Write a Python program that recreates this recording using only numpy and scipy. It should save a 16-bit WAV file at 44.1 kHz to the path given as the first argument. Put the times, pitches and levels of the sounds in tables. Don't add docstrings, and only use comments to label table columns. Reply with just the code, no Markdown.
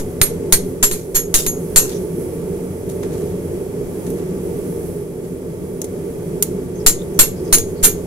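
import sys
import numpy as np
from scipy import signal
from scipy.fft import rfft, irfft, next_fast_len
from scipy.io import wavfile
from scipy.ndimage import map_coordinates

SR = 44100
rng = np.random.default_rng(int(sys.argv[2]) if len(sys.argv) > 2 else 0)


def store_wav(level_fs):
    pcm = np.round(np.clip(np.atleast_2d(level_fs), -1, 1) * 32767)
    wavfile.write(sys.argv[1], SR, pcm.T.astype(np.int16))


N = 355446

# [t/s, clang level/dB, rise/s, chatter/s, t60/s, crack against clang/dB, brightness/(dB per octave),
#  ring level/dB of each family: ping, face, edge, heel, bar low, bar high]
BLOWS = [(-0.095, 9, .001, 0.006, 0.13, 3.5, -6, -16, -7.5, -32, -28, -18, -18),
         (0.2148, -17, 0.00016, .001, 0.22, 20.5, -2.1, -35, -15, -27, -29, -19, -10),
         (0.5240, -6.5, 0.00012, 0.0057, 0.11, 6.5, 0.2, -24, -18, -25, -40, -38, -5.5),
         (0.8265, -10.5, 0.0028, 0.01, 0.16, 6, -.6, -22, -15, -38, -31, -5, -20),
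         (0.9125, -25, .00015, .003, 0.33, 9.5, -1.5, -33, -28, -31, -38, -29, -20),
         (1.145, -17, 0.011, 0.022, 0.18, 10, -1.1, -14.5, -13.5, -42, -20, -16, -12),
         (1.341, -10, 0.0004, 0.0028, 0.29, 0, -0.4, -16, -30, -26, -32, -23, -18),
         (1.464, -22.5, 0.00036, 0.0053, 0.13, 12.5, -1.2, -16, -19, -30, -30, -41, -19),
         (1.7599, -9, 0.00012, 0.0041, 0.25, 5, -0.6, -15.5, -10, -18, -25, -7.5, -8),
         (6.8631, -4.5, 0.000097, 0.0067, 0.13, -8, 0.9, -14, -24, -23, -36, -14, -22),
         (7.1904, -7, 0.00097, 0.011, 0.17, 9.5, -1, -20, -10.5, -32, -14, -5, -8),
         (7.5257, -9.5, 0.0017, 0.02, 0.11, 3, -0.9, -9.5, -28, -15.5, -24, -18, -2.5),
         (7.582, -20, 0.0026, 0.0059, 0.057, 14, 3.5, -47, -43, -44, -44, -39, -36),
         (7.827, -8, 0.019, 0.027, 0.14, 8, -0.5, -12, -20, -10.5, -10, -6, -23)]
# [f/Hz, relative level/dB per Hz]
CLANG_COLOUR = [(60, -4), (400, -10), (900, -12), (2000, -8.5), (3100, -10), (4100, -6.5), (5000, -8),
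                (6100, -2), (6800, 1), (8000, -3), (10500, 1.5), (12500, -2), (14000, -5.5), (14800, -2.5),
                (15500, -18)]
# [f/Hz, left minus right/dB]
CLANG_BALANCE = [(1000, 0.5), (3000, -0.5), (6300, 4.5), (7500, 14), (8700, -10), (10200, -13),
                 (12000, -10), (15000, -1)]


def amp(db):
    return 10 ** (np.asarray(db) / 20)


def unit(x):
    return x / np.sqrt(np.mean(x ** 2) + 1e-20)


def along(points, hz):
    f, value = np.transpose(points)
    return np.interp(np.log(hz + 1), np.log(f + 1), value)


def curve(rows):
    return np.interp(np.arange(N) / SR, *np.transpose(rows))


def wobble(rate, size):
    knots = rng.standard_normal(int(size * rate / SR) + 4)
    return map_coordinates(knots, [np.arange(size) * rate / SR])


def filtered(x, response):
    size = x.shape[-1]
    padded = next_fast_len(size + 8192)
    hz = np.fft.rfftfreq(padded, 1 / SR)
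    return irfft(rfft(x, padded) * response(hz), padded)[..., :size]


def panned(pan_db):
    gains = amp(np.array([np.atleast_1d(pan_db), -np.atleast_1d(pan_db)]) / 2)
    return gains / np.sqrt(np.mean(gains ** 2, axis=0))


def noise(colour, alike, pan, size):
    def mid_side(hz):
        turn = np.arccos(np.clip(along(alike, hz), -1, 1)) / 2
        return colour(hz) * [np.cos(turn), np.sin(turn)]

    mid, side = filtered(rng.standard_normal((2, size)), mid_side)
    left_right = np.array([mid + side, mid - side])
    return unit(filtered(left_right, lambda hz: panned(along(pan, hz))))


def add(track, s, sound):
    start = round(s * SR)
    sound = sound[..., max(-start, 0):]
    part = track[:, max(start, 0):][:, :sound.shape[-1]]
    part += sound[..., :part.shape[-1]]


def forge():
    # [f/Hz, width/Hz (about the full width at half power), level/dB]
    resonances = [(87.2, 8, -3.5), (95.4, 7.1, -7), (127, 8.9, -10.5), (139, 4.5, -11.5), (170, 29.6, -1),
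                  (184.6, 9.5, 0), (229.4, 17, -10), (259.4, 16.8, -3), (323.6, 9.2, -3), (369.8, 35, -1),
                  (402, 88, -4.5), (412, 21.6, 0.5), (463.6, 13.6, 0), (589, 64, -16), (728, 20, -20),
                  (874, 47, -22.5), (1152, 17, -24.5)]
    # [f/Hz, relative level/dB per Hz]
    rumble_colour = [(20, -5.5), (45, 2.5), (70, 3), (130, 4.5), (180, 4.5), (212, -12.5), (245, -6),
                     (300, -1.5), (520, -2.5), (700, -15), (1000, -17), (1700, -22.5), (2200, -21.5),
                     (4000, -38), (9000, -59)]
    # [f/Hz, relative level/dB per Hz]
    jet_colour = [(3000, -27), (6000, -11.5), (8400, -5), (9100, -2), (9700, 1), (10500, 2), (12000, 0.5),
                  (13500, -7.5), (15800, -8)]
    # [f/Hz, relative level/dB per Hz]
    blower_colour = [(1500, -18), (2600, -2), (3050, -2.5), (3270, 4), (3500, -3.5), (4300, -2),
                     (5400, 0.5), (6600, 2.5), (7700, 2), (7950, 3), (8130, 9.5), (8400, -2), (10000, -10),
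                     (15800, -7.5)]
    # [t/s, level/dB]
    roar_level = [(0.0, -25.5), (.45, -24), (1.15, -28), (1.55, -25), (2.05, -24.5), (2.6, -24.5),
                  (2.8, -25.5), (3, -23.5), (3.7, -24.5), (4.25, -23.5), (4.8, -24.5), (5.15, -28),
                  (5.85, -26), (6.05, -25), (6.3, -25), (6.5, -24.5), (6.75, -26), (7.1, -24.5),
                  (7.7, -24.5), (8.06, -24.5)]
    # [t/s, level/dB]
    hiss_level = [(0, -44), (.45, -45.5), (.7, -41), (.8, -47), (1.3, -45), (1.6, -41.5), (2.05, -43.5),
                  (2.25, -40.5), (2.5, -44.5), (2.65, -43), (2.8, -44.5), (3.4, -44), (3.75, -45.5),
                  (4.05, -41.5), (4.25, -46.5), (4.4, -43.5), (4.85, -40.5), (5.15, -48), (5.6, -47.5),
                  (6.25, -44.5), (6.7, -47.5), (7.1, -45), (7.4, -46), (8.06, -46)]
    # [f/Hz, likeness, 1 for identical and 0 for unrelated]
    alike = [(60, 0.96), (130, 1), (290, 0.86), (640, 1), (1410, 0.044), (3100, 0.31), (6820, 0.13),
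             (15000, 0.089)]
    # [f/Hz, left minus right/dB]
    balance = [(60, -4), (99, 1), (160, 0), (270, 1), (450, -3.5), (740, 4), (1220, -0.5), (2010, 0),
               (3330, 0), (5500, 8), (9080, -7.5), (15000, -13.5)]
    lag_s = 0.0002

    def flue(hz):
        power = 0
        for fc, width, db in resonances:
            power = power + amp(2 * db) / (1 + ((hz - fc) / (0.72 * width)) ** 2) ** 2
        return np.sqrt(power)

    drone = amp(0.5) * noise(flue, alike, balance, N)
    rumble = amp(-8.0) * noise(lambda hz: amp(along(rumble_colour, hz)), alike, balance, N)
    jet = noise(lambda hz: amp(along(jet_colour, hz)), alike, balance, N)
    blower = amp(-24.5) * noise(lambda hz: amp(along(blower_colour, hz)), alike, balance, N)
    roar = amp(curve(roar_level) + 0.45 * wobble(9, N)) * (drone + rumble + blower)
    flutter_db = 0.8 * wobble(14, N) + 0.5 * wobble(5, N)
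    hiss = amp(curve(hiss_level) + flutter_db) * jet
    shift = np.array([[-1], [1]])
    return filtered(roar + hiss, lambda hz: np.exp(1j * np.pi * hz * lag_s * shift))


def workshop(x):
    # [f/Hz, t60/s]
    room_t60 = [(200, 0.066), (2000, 0.28), (7000, 0.25), (14000, 0.16)]
    hz, t, bins = signal.stft(rng.standard_normal((2, SR // 2)), SR, nperseg=256)
    fading = bins * amp(-60 * t / along(room_t60, hz)[:, None])
    tail = signal.istft(fading, SR, nperseg=256)[1]
    tail = tail * np.minimum(np.arange(tail.shape[1]) / SR / 0.002, 1)
    return signal.fftconvolve(x, tail / np.linalg.norm(tail[0]), axes=1)[:, :N]


def chirps():
    # [t/s, length/s, f/Hz, level/dB before the fade in and out, half width/Hz at half amplitude]
    calls = [(1.857, 0.086, 4500, -44, 600), (1.89, 0.1, 3600, -45, 500), (1.898, .1, 6000, -41.5, 550),
             (6.738, .075, 6380, -47.5, 150), (6.787, 0.046, 5400, -48, 450),
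             (6.977, 0.067, 3600, -47, 170), (7.136, .06, 6220, -47, 200), (7.35, .08, 5070, -50.5, 350),
             (7.436, .06, 6300, -48.5, 250), (7.443, .08, 5100, -48.5, 400), (7.742, 0.097, 4600, -52, 400)]
    break_db, break_rate = 3.5, 160
    out = np.zeros((2, N))
    for s, length, pitch, db, width in calls:
        size = round(length * SR)
        breaks = unit(amp(break_db * wobble(break_rate, size)))
        swell = np.hanning(size) ** 0.5 * breaks
        band = lambda hz: 1 / (1 + ((hz - pitch) / width) ** 2)
        add(out, s, amp(db) * swell * unit(filtered(rng.standard_normal((2, size)), band)))
    return out


def clang(tilt_db, size, uneven=1):
    # [f/Hz, likeness, 1 for identical and 0 for unrelated]
    alike = [(200, 0.19), (700, 0.18), (2000, 0), (12000, 0.0079)]
    ripple_db, ripple_step_hz = 2.4, 130
    knots = rng.standard_normal(1024)

    def colour(hz):
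        ripple = uneven * ripple_db * map_coordinates(knots, [hz / ripple_step_hz])
        octaves = np.log2(np.maximum(hz, 1000) / 1000)
        return amp(along(CLANG_COLOUR, hz) + ripple + tilt_db * octaves)

    return noise(colour, alike, CLANG_BALANCE, size)


def tongs():
    # [t/s, level/dB, rise/s, t60/s, brightness/(dB per octave)]
    touches = [(1.86, -35, 0.043, 0.46, -2), (2.891, -31, 0.0018, 0.098, -1.5),
               (3.029, -30, 0.00083, 0.12, -7.5), (3.09, -40, 0.054, 0.57, -3.5),
               (3.169, -47, .015, .15, -1), (4.064, -37.5, 0.0022, 0.17, -3), (4.102, -32, .001, 0.062, 4),
               (4.16, -38.5, 0.022, 0.25, -8.5), (5.242, -41, .003, 0.12, -6.5)]
    # [t/s, level/dB, t60/s, brightness/(dB per octave), boost at the clink of the anvil face/dB]
    taps = [(5.8170, -17, 0.026, 2.5, 10.5), (5.843, -27.5, 0.05, 1, 2), (6.4247, -1.5, 0.031, 3.6, -2)]
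    rough_db, slip_rate = 3.5, 300
    clink_hz, clink_width_hz = 6340, 820
    out = np.zeros((2, N))
    t = np.arange(SR // 3) / SR
    for s, db, rise, t60, tilt_db in touches:
        stroke = np.minimum(t / rise, 1) * amp(db - 60 * np.maximum(t - rise, 0) / t60)
        slips = unit(amp(rough_db * wobble(slip_rate, len(t))))
        add(out, s, stroke * slips * clang(tilt_db, len(t), uneven=0))
    for s, db, t60, tilt_db, clink_db in taps:
        clink = lambda hz: amp(clink_db / (1 + ((hz - clink_hz) / clink_width_hz) ** 2))
        tap = unit(filtered(clang(tilt_db, len(t), uneven=0.5), clink))
        add(out, s, amp(db - 60 * t / t60) * tap)
    return out


def low_thump():
    thump_peak = 0.42
    thump_per_db = 0.6
    out = np.zeros((2, N))
    u = np.arange(SR // 3) / SR / 0.029
    swing = u * (1 - u / 2) * np.exp(-1.4 * u)
    for s, db, *_ in BLOWS:
        thump = thump_peak * amp(thump_per_db * db) * rng.choice([-1, 1])
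        add(out, s, thump * swing / swing.max() * panned(4 + 5 * rng.standard_normal()))
    return out


def overtones(low_hz, high_hz, t60, count):
    pitches = low_hz + (high_hz - low_hz) * (np.arange(count) + rng.random(count)) / count
    return [(hz, along(CLANG_COLOUR, hz), t60, along(CLANG_BALANCE, hz), "crowd") for hz in pitches]


def ring(modes, t, family_db, scatter_db, blur, flutter_db):
    hold_s = 0.022
    out = np.zeros((2, len(t)))
    paths = np.array([[0], [np.pi / 2]])
    free = np.maximum(t - hold_s, 0)
    slow = t[::32]
    for hz, db, t60, pan_db, family in modes:
        drift = np.interp(t, slow, wobble(150 * 32, len(slow)))
        flutter = np.interp(t, slow, wobble(45 * 32, len(slow)))
        phase = 2 * np.pi * (hz * t + rng.random()) + paths + blur * drift
        level_db = db + family_db[family] + scatter_db * rng.standard_normal() + flutter_db * flutter
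        out += panned(pan_db) * amp(level_db - 60 * free / t60) * np.sin(phase)
    return out


def crunch(t, rise, count):
    spread_s, t60 = 0.013, 0.0085
    starts = rise / 2 + spread_s * rng.exponential(size=(count, 1))
    age = t - starts
    size_db = 3 * rng.standard_normal((count, 1)) - 5 * starts / spread_s
    cracks = (age >= 0) * amp(size_db - 60 * np.abs(age) / t60)
    return np.sqrt(np.sum(cracks ** 2, axis=0))


def fading_clang(tilt_db, t):
    thinning_s, depth = 0.04, 1.6
    dense = np.exp(-(t / thinning_s) ** 2)
    early = np.sqrt(dense) * clang(tilt_db, len(t))
    late = np.sqrt(1 - dense) * clang(tilt_db, len(t), uneven=depth)
    return early + late


def strike(db, rise, chatter, t60, crack_db, tilt_db, *ring_db):
    # [f/Hz, level/dB added to its family's, t60/s, left minus right/dB, family]
    anvil_modes = [(6690, -1, .235, 3, "ping"), (11346, 2, .16, -10, "face"), (8904, 1, .17, -1, "edge"),
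                   (10346, 3, .15, -12, "edge"), (12126, -11, .15, -8, "heel"),
                   (12262, 0, .17, -10, "heel"), (12472, -2, .16, -8, "heel"),
                   (12751, -14, .14, -6, "heel")]
    # [f/Hz, level/dB added to its family's, t60/s, left minus right/dB, family]
    bar_modes = [(6900, -15, .12, 5, "bar low"), (7325, -1.5, .1, 6, "bar low"),
                 (4050, -17, .05, 2, "bar high"), (4380, -19, .045, 2, "bar high"),
                 (8780, -5, .09, -2, "bar high"), (14570, -14, .06, -6, "bar high"),
                 (14680, -14, .06, -6, "bar high")]
    families = ("ping", "face", "edge", "heel", "bar low", "bar high")
    crack_t60 = 0.021
    crunch_db, crunch_tilt_db = 1, -3
    shimmer_db = -25
    ring_swell_s = 0.007
    t = np.arange(SR // 3) / SR
    onset = np.minimum(t / max(rise, 1 / SR), 1)
    crack = amp(db + crack_db - 60 * t / crack_t60) * clang(tilt_db - 1.0, len(t))
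    scale = amp(db + crunch_db) * crunch(t, rise, count=9) * clang(tilt_db + crunch_tilt_db, len(t))
    fade_db = -60 * np.maximum(t - chatter, 0) / t60
    rattle_db = 2.2 * wobble(600, len(t))
    body = amp(db + fade_db + rattle_db) * fading_clang(tilt_db, t)
    family_db = dict(zip(families, ring_db))
    crowd = overtones(low_hz=900, high_hz=13000, t60=0.14, count=80)
    anvil = ring(anvil_modes, t, family_db, scatter_db=0.7, blur=0.22, flutter_db=1.8)
    shimmer = ring(crowd, t, {"crowd": db + shimmer_db}, scatter_db=3.5, blur=0.6, flutter_db=2)
    bar = ring(bar_modes, t, family_db, scatter_db=1.5, blur=1, flutter_db=2.5)
    swelling_anvil = (1 - np.exp(-t / ring_swell_s)) * anvil
    return onset * (crack + scale + body + swelling_anvil + shimmer + bar)


def hammer():
    steel = np.zeros((2, N))
    for s, *blow in BLOWS:
        add(steel, s, strike(*blow))
    return steel


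def scene():
    work = hammer() + tongs() + chirps()
    room = amp(-14) * workshop(work)
    return work + room + low_thump() + forge()


def record(dry):
    top_hz, edge_hz = 15950, 350
    clipped = np.clip(dry, -1, 1)
    return filtered(clipped, lambda hz: np.clip((top_hz - hz) / edge_hz, 0, 1))


dry = scene()
out = record(dry)
store_wav(out)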